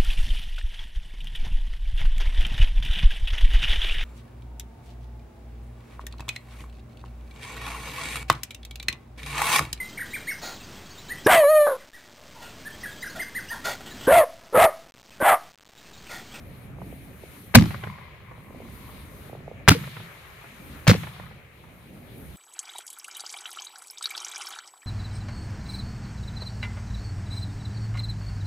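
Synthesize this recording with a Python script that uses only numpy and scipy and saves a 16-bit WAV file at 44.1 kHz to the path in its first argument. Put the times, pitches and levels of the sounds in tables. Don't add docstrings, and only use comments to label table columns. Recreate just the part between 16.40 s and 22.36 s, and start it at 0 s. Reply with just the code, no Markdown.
import sys
import numpy as np
from scipy import signal
from scipy.fft import rfft, irfft, next_fast_len
from scipy.io import wavfile
from scipy.ndimage import uniform_filter1d

SR = 44100
rng = np.random.default_rng(int(sys.argv[2]) if len(sys.argv) > 2 else 0)


def to_wav(s):
    ch = np.atleast_2d(s).T
    pcm = np.round(np.clip(ch, -1, 1) * 32767)
    wavfile.write(sys.argv[1], SR, pcm.astype(np.int16))


def voltage_ratio(decibels):
    exponent = np.asarray(decibels, float) / 20
    return 10 ** exponent


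N = 262836

# start_s, roll_db, roll_treble_db (extra), roll_stretch (factor)
SHOTS = [
    (1.151, 1.5, 0, 1),
    (3.281, -8.5, 10, 1.04),
    (4.477, -4.5, 7.5, .82),
]


def on_log(table, hz):
    f, v = np.transpose(table)
    return np.interp(np.log(np.maximum(hz, 1)), np.log(f), v)


def unit(x):
    return x / np.sqrt(np.mean(x ** 2))


def walk(rate):
    k = int(SR / rate)
    held = np.repeat(rng.standard_normal(N // k + 1), k)
    return unit(uniform_filter1d(uniform_filter1d(held, k), k)[:N])


def swell(length, rise, hold, t60):
    t = np.arange(length) / SR
    return np.minimum(t / max(rise, 1 / SR), 1) * voltage_ratio(-60 * np.maximum(t - rise - hold, 0) / t60)


def add(out, x, s):
    i = int(s * SR)
    out[:, i:i + x.shape[-1]] += x[..., :N - i]


def port_db(difference_db):
    return np.array([difference_db, -difference_db]).reshape(2, -1) / 2


def arrivals():
    # start_s, level_db, hold_s, t60_s
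    igniter = [
        (1.1427, -21.5, .0015, .05),
        (3.278, -13, .0008, .006),
        (4.469, -19, .003, .037),
    ]
    rush = [
        (1.1465, -2.5, 0.00964, 0.0085),
        (3.282, -3, 0.0092, 0.0061),
        (4.4745, -11.5, 0.0084, 0.014),
    ]
    plume = [
        (1.159, -21, 0.0058, .12),
        (3.301, -17, 0.0056, 0.12),
        (4.487, -20, 0.014, .09),
    ]
    # start_s, level_db, t60_s, top_hz
    near = [(1.169, -21.5, 0.013, 4900), (1.185, -21.5, 0.0092, 2980), (1.21, -27.5, 0.033, 5050),
            (1.222, -25, .02, 8050), (1.238, -35, .03, 4000), (1.255, -31, 0.023, 4800),
            (3.307, -29.5, .025, 9000), (3.318, -22, .017, 3000), (3.328, -30.5, 0.1, 5000),
            (3.34, -35.5, 0.12, 4900), (4.496, -13.5, .015, 3000), (4.5115, -33, 0.021, 3000),
            (4.52, -29.5, 0.034, 5000), (4.533, -27.5, .05, 5000), (4.548, -36, 0.12, 6300)]
    found = []
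    for rows, band_hz in ((igniter, (527, 3500)), (rush, (1400, 17900)), (plume, (1900, 11100))):
        found += [(*row, *band_hz) for row in rows]
    hold_s, bottom_hz = 0.0015, 1050
    return found + [(s, db, hold_s, t60, bottom_hz, top_hz) for s, db, t60, top_hz in near]


def gas(size, lag_s, pan_db, flutter_db, flutter_hz):
    # freq_hz, density_db (per Hz)
    gas_colour = [(210, -44), (350, 13), (1830, -2.5), (2180, -0.5), (3520, -6.5), (4060, -5), (5070, -7.5),
                  (5760, -8.5), (7670, -15), (11600, -15.5), (15700, -12.5)]
    # freq_hz, share
    apart_share = [(600, .95), (2000, .65), (5000, .35)]
    out = np.zeros((2, N))
    hz = np.fft.rfftfreq(size, 1 / SR) + 1
    apart, colour = on_log(apart_share, hz), voltage_ratio(on_log(gas_colour, hz))
    for s, db, hold, t60, bottom_hz, top_hz in arrivals():
        shared, left, right = rfft(rng.standard_normal((3, size)))
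        late = np.exp(-2j * np.pi * hz * lag_s * rng.standard_normal())
        ports = np.array([shared + apart * left, shared * late + apart * right])
        band = colour / np.sqrt((1 + (hz / top_hz) ** 4) * (1 + (bottom_hz / hz) ** 4))
        puff = unit(irfft(ports * band)) * swell(size, .3 * hold, hold, t60)
        add(out, voltage_ratio(db) * puff, s)
    return out * voltage_ratio(flutter_db * walk(flutter_hz) + port_db(pan_db))


def booms(size, lag_s, detune):
    # start_s, pitch_hz, peak_db, hold_s, t60_s
    modes = [(1.1405, 1900, -9.5, 0.0004, 0.0044), (1.1615, 119.9, -4.5, 0.024, 0.024),
             (1.1498, 234.6, -4.5, 0.035, 0.032), (1.1593, 177, 0.5, 0.0049, 0.006),
             (1.193, 170.8, -16, 0.016, 0.22), (1.199, 215.6, -15, 0.022, 0.066),
             (1.15, 516, -11, 0.0047, 0.1), (3.2778, 1624, -1, 0.00031, 0.007),
             (3.282, 132, -2.5, 0.0038, 0.023), (3.3, 104, -9, 0.013, 0.029),
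             (3.3095, 173, -13, 0.014, 0.067), (3.312, 283.5, -11, 0.0029, 0.075),
             (3.3155, 1400, -11, .004, 0.016), (3.284, 420, -9, 0.0086, .02),
             (3.349, 469, -27, 0.015, 0.05), (4.479, 144.6, -5, 0.013, 0.012),
             (4.4957, 119, -6, 0.012, 0.013), (4.496, 497, -10.5, 0.0015, 0.046),
             (4.5132, 1398, -4.5, 0.00092, 0.0036), (4.516, 192, -5, 0.0026, 0.033),
             (4.538, 169.7, -26, 0.009, 0.22), (4.549, 476, -19, 0.0016, 0.018)]
    out = np.zeros((2, N))
    for s, hz, db, hold, t60 in modes:
        late, off = rng.random((2, 2, 1))
        t = np.maximum(np.arange(size) / SR - lag_s * late, 0)
        side_db = on_log([(120, -0.7), (1500, 0.92)], hz) * np.array([[1], [-1]])
        tone = np.sin(2 * np.pi * hz * (1 + detune * (off - .5)) * t)
        add(out, voltage_ratio(db + side_db) * tone * swell(size, 0.28 / hz, hold, t60), s)
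    return out


def pops(table, size, rise, wide, sag, share):
    out = np.zeros((2, N))
    f, t = np.fft.rfftfreq(size, 1 / SR), np.arange(size) / SR
    for s, db, hz, pan_db, t60 in table:
        side = port_db(pan_db)
        ring = np.sin(2 * np.pi * np.log1p(sag * 1.527 * hz * t) / sag + 0.11 * side)
        shared, own = rng.standard_normal(size), rng.standard_normal((2, size))
        ratio = f / hz
        band = ratio / (0.74 + ratio) / (1 + (ratio / wide) ** 4)
        fuzz = unit(irfft(rfft(shared + 1.15 * own) * band))
        bang = ((1 - share) * ring + 0.4 * share * fuzz) * swell(size, rise, 1 / hz, t60)
        add(out, voltage_ratio(db + side) * bang, s - rise)
    return out


def echoes():
    # delay_s, pitch_hz, left_minus_right_db, t60_s
    reflectors = [
        (0.157, 1460, 0, 0.075),
        (0.194, 1180, 3, 0.048),
        (.287, 1280, -1, 0.044),
        (.322, 870, 1, 0.027),
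        (.36, 1050, -3, .035),
        (.435, 1060, 1, 0.037),
        (.762, 880, -1, 0.07),
    ]
    answer_db = [
        (-26, -23.5, -19.5, -23, -42, -34, -31.5),
        (-29.5, -30.5, -26.5, -32, -40, -38, -34),
        (-25, -26, -37, -27, -40, -38, -38.5),
    ]
    answers = []
    for shot, row in zip(SHOTS, answer_db):
        answers += [(shot[0] + lag, db, *rest) for (lag, *rest), db in zip(reflectors, row)]
    return pops(answers, size=4096, rise=.003, wide=1.5, sag=.3, share=.9)


def star_pops():
    # start_s, peak_db, pitch_hz, left_minus_right_db, t60_s
    far_pops = [(.387, -39, 990, -5, .018), (.418, -29.5, 1000, -4, 0.04), (.527, -31, 650, 1.5, 0.023),
                (.837, -31, 554, -4, .026), (1.981, -40, 790, -4, 0.012), (2.107, -34.5, 627, 1, 0.019),
                (2.148, -35, 596, 0, 0.029), (2.179, -45, 690, -5, .016), (2.204, -32, 540, -4, 0.034),
                (2.221, -35, 787, -3, .026), (2.897, -33, 624, -5, 0.012), (2.931, -28.5, 653, -5, .016),
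                (2.952, -29.5, 652, 0, .022), (3.005, -36, 608, -2, 0.019), (3.08, -25, 654, -2, 0.0066),
                (3.115, -28, 567, -5.5, 0.011)]
    return pops(far_pops, size=4096, rise=.0015, wide=1.3, sag=.3, share=.42)


def star_slaps():
    # start_s, peak_db, pitch_hz, left_minus_right_db, t60_s
    bursts = [
        (1.682, -39.5, 972, 8.5, .038),
        (2.252, -39, 918, -3, 0.033),
        (2.287, -38, 1060, 6, 0.03),
        (2.492, -35.5, 980, 7, .036),
        (3.388, -36, 1330, -7, 0.031),
        (4.39, -39, 1310, 15, 0.039),
        (4.866, -36, 1440, 7, 0.027),
    ]
    return pops(bursts, size=4096, rise=.002, wide=1.3, sag=.05, share=.65)


def stars(per_s, scatter_db, pan_db, gain_db):
    # time_s, level_db
    burning = [
        (1.4, -79),
        (1.433, -43),
        (1.62, -46),
        (1.75, -58),
        (1.92, -52.5),
        (2.1, -54.5),
        (2.3, -58),
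        (2.5, -52.5),
        (2.8, -57),
    ]
    # pitch_hz, width_hz, level_db
    cavities = [
        (1050, 202, 4),
        (2110, 390, -1.5),
    ]
    hz = np.fft.rfftfreq(N, 1 / SR)
    ticks = (rng.random((2, N)) < per_s / SR) * voltage_ratio(scatter_db * rng.exponential(size=(2, N)))
    response = sum(voltage_ratio(db) / (1 + 2j * (hz - f) / width) ** 2 for f, width, db in cavities)
    s, db = np.transpose(burning)
    level_db = np.interp(np.arange(N) / SR, s, db, left=-120, right=-120)
    crackle = unit(irfft(rfft(ticks + 0.34 * ticks[::-1]) * response, N))
    return crackle * voltage_ratio(gain_db + level_db + port_db(pan_db))


ROLL_SETS_IN_S = 0.046


def roll(since, t60):
    onset = np.clip(since / ROLL_SETS_IN_S, 0, 1) ** 6
    return onset * voltage_ratio(-120 * np.maximum(since, 0) / t60)


def strip_db(lo, hi):
    # freq_hz, level_db (in a strip)
    roll_colour = [(50, -27), (130, -18), (290, -19), (560, -41.5), (1500, -50), (4000, -46.5),
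                   (6500, -54.5), (12000, -47)]
    # freq_hz, t60_s
    roll_t60 = [(50, .5), (130, 0.74), (290, .4), (560, 0.31), (1200, 1.94), (2300, 2), (5000, 1.09),
                (12000, 1.2)]
    # freq_hz, level_db
    valley_colour = [(50, -32), (130, -11.5), (290, -39), (1200, -13.5), (12000, -25)]
    # freq_hz, change_db
    duck_colour = [(130, -7), (290, -14.5), (560, -3.5), (2300, 1.5)]
    # start_s, level_db, burn_s
    glitter = [
        (2.1, -7.5, 1.1),
        (3.45, 0, 1.06),
    ]
    # freq_hz, level_db (in a strip)
    glitter_colour = [(300, -76.5), (600, -63), (1200, -55.5), (2300, -58.5), (4000, -63.5), (6500, -70.5),
                      (12000, -68.5)]
    # time_s, level_db
    snow = [(0, -64.5), (.25, -64.5), (.36, -70.5), (.47, -62), (.75, -61), (.95, -55.5), (1.12, -59.5),
            (1.5, -90.5), (1.9, -71), (2.4, -57), (2.88, -59.5), (3.03, -76.5), (3.3, -79), (3.55, -61),
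            (3.9, -66.5), (4.35, -59.5), (5.0, -72), (5.96, -58.5)]
    # freq_hz, level_db (in a strip)
    snow_reach = [(1200, -15.5), (2300, -5), (4000, -5.5), (6500, -12), (12000, 0.5)]
    # freq_hz, level_db (in a strip)
    calm = [(50, -50), (130, -47), (290, -52), (560, -55.5), (1200, -62.5), (2300, -62), (4000, -73.5),
            (6500, -83.5)]
    # time_s, strength_db
    gusts = [(0, -0.5), (.15, -2), (.45, 4.5), (.78, -5.5), (1.1, -4), (1.65, 9.5), (2.05, -0.5),
             (2.3, -0.5), (2.8, 0), (3.2, 1), (3.6, -3), (4.05, 0), (4.4, -3), (5.02, 1.5), (5.16, -5.5),
             (5.27, 2.5), (5.42, -4), (5.96, 1)]
    # freq_hz, share
    gust_reach = [(50, 0.81), (130, 0.36), (290, 0.1), (1200, 0.13)]
    valley_s, slope_s, slope_gain_db = 0.321, 0.12, 5.5
    duck_hold_s, duck_release_s = 0.66, 0.37
    glitter_rise_s, glitter_t60_s = .15, 1.1

    t, hz = np.arange(0, N, 64) / SR, np.sqrt(lo * hi)
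    duck, power = 0, 0
    far_db = on_log(valley_colour, hz)
    for s, db, treble_db, stretch in SHOTS:
        since = t - s
        t60 = stretch * on_log(roll_t60, hz)
        back = np.clip((since - duck_hold_s) / duck_release_s, 0, 1)
        duck = np.maximum(duck, (t > s) * (1 - back))
        start_db = db + on_log(roll_colour, hz) + treble_db * on_log([(300, 0), (1500, 1)], hz)
        valley = voltage_ratio(2 * far_db) * roll(since - valley_s + ROLL_SETS_IN_S, t60)
        slope = voltage_ratio(2 * (far_db + slope_gain_db)) * roll(since - slope_s + ROLL_SETS_IN_S, t60 / 2)
        power = power + voltage_ratio(2 * start_db) * (roll(since, t60) + valley + slope)
    for s, db, burn in glitter:
        fall = voltage_ratio(-60 * np.maximum(t - s - burn, 0) / glitter_t60_s)
        shape = np.clip((t - s) / glitter_rise_s, 0, 1) * fall
        power = power + (voltage_ratio(db + on_log(glitter_colour, hz)) * shape) ** 2
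    snow_db = np.interp(t, *np.transpose(snow)) + on_log(snow_reach, hz)
    gust_db = np.interp(t, *np.transpose(gusts)) * on_log(gust_reach, hz)
    wind_db = on_log(calm, hz) + duck * on_log(duck_colour, hz) + gust_db
    power = power + voltage_ratio(2 * snow_db) + voltage_ratio(2 * wind_db)
    return np.interp(np.arange(N) / SR, t, 10 * np.log10(power))


def air_band(lo, hi, flicker_db, rate, count):
    # freq_hz, density_db (per Hz)
    air_colour = [(20, -28.5), (66, -1), (155, 0.5), (250, -3.5), (500, -17.5), (900, -20.5), (1500, -18.5),
                  (2250, -18.5), (3500, -27), (5200, -35.5), (7400, -35.5), (9200, -37), (12000, -34.5),
                  (16000, -36.5)]
    # freq_hz, likeness
    likeness = [(40, 0.51), (130, 1), (300, 0.86), (700, 0.4), (1400, 0.203), (3000, 0.12), (7000, .1),
                (15000, 0.089)]
    size = next_fast_len(N)
    hz = np.fft.rfftfreq(size, 1 / SR)
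    out, gust = 0, walk(rate / 2)
    place = count * np.log(np.maximum(hz, 1) / lo) / np.log(hi / lo) - .5
    like = np.clip(on_log(likeness, hz), 0, 1)
    a, b = rfft(rng.standard_normal((2, size))) * voltage_ratio(on_log(air_colour, hz))
    mid, side = a * np.sqrt(1 + like), b * np.sqrt(1 - like)
    for k in range(count):
        share = np.cos(np.pi / 2 * np.clip(place - k, -1, 1))
        strip = irfft(np.array([mid + side, mid - side]) * share, size)[:, :N]
        out = out + strip * voltage_ratio(flicker_db * (1.48 * gust + 1.6 * walk(rate)))
    return out / np.sqrt(np.mean(out.mean(0) ** 2)) * voltage_ratio(strip_db(lo, hi))


def air():
    hiss_pan_db, pan_back_s = 4, 0.212
    t = np.arange(N) / SR
    lows = air_band(15, 77, 0.96, 12, count=2)
    lows = lows + air_band(79, 195, 1.0, 16, count=2)
    lows = lows + air_band(186, 419, 1.58, 21.93, count=2)
    lows = lows + air_band(362, 860, 0.93, 25, count=2)
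    highs = air_band(730, 1800, 1.0, 30.04, count=2)
    highs = highs + air_band(1700, 3100, 0.64, 40, count=2)
    highs = highs + air_band(3000, 5300, 0.99, 27, count=2)
    highs = highs + air_band(5100, 8300, 0.39, 25, count=2)
    highs = highs + air_band(8300, 15000, 0.71, 30.18, count=4)
    centred = sum((t > s) * np.exp(-np.abs(t - s) / pan_back_s) for s, *_ in SHOTS)
    return lows * voltage_ratio(port_db(-.8)) + highs * voltage_ratio(port_db(hiss_pan_db * (1 - centred)))


def scene():
    shots = gas(size=16384, lag_s=.00006, pan_db=2.5, flutter_db=3.2, flutter_hz=300)
    shots = shots + booms(size=16384, lag_s=.0009, detune=.05)
    sky = star_pops() + star_slaps()
    sky = sky + stars(per_s=210, scatter_db=1.8, pan_db=4.5, gain_db=-2.5)
    return shots + sky + echoes() + air()


def top_cut(x):
    return signal.sosfilt(signal.butter(12, 15840, fs=SR, output="sos"), x)


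def record(dry):
    self_noise_db, top_hz, full_scale = -72, 15800, .995
    hiss = voltage_ratio(self_noise_db) * unit(np.diff(rng.standard_normal((2, N + 1))))
    low_pass = signal.ellip(8, .2, 70, top_hz, fs=SR, output="sos")
    cut = signal.sosfilt(low_pass, dry + hiss)
    return top_cut(np.clip(cut, -full_scale, full_scale))


dry = scene()
out = record(dry)
to_wav(out)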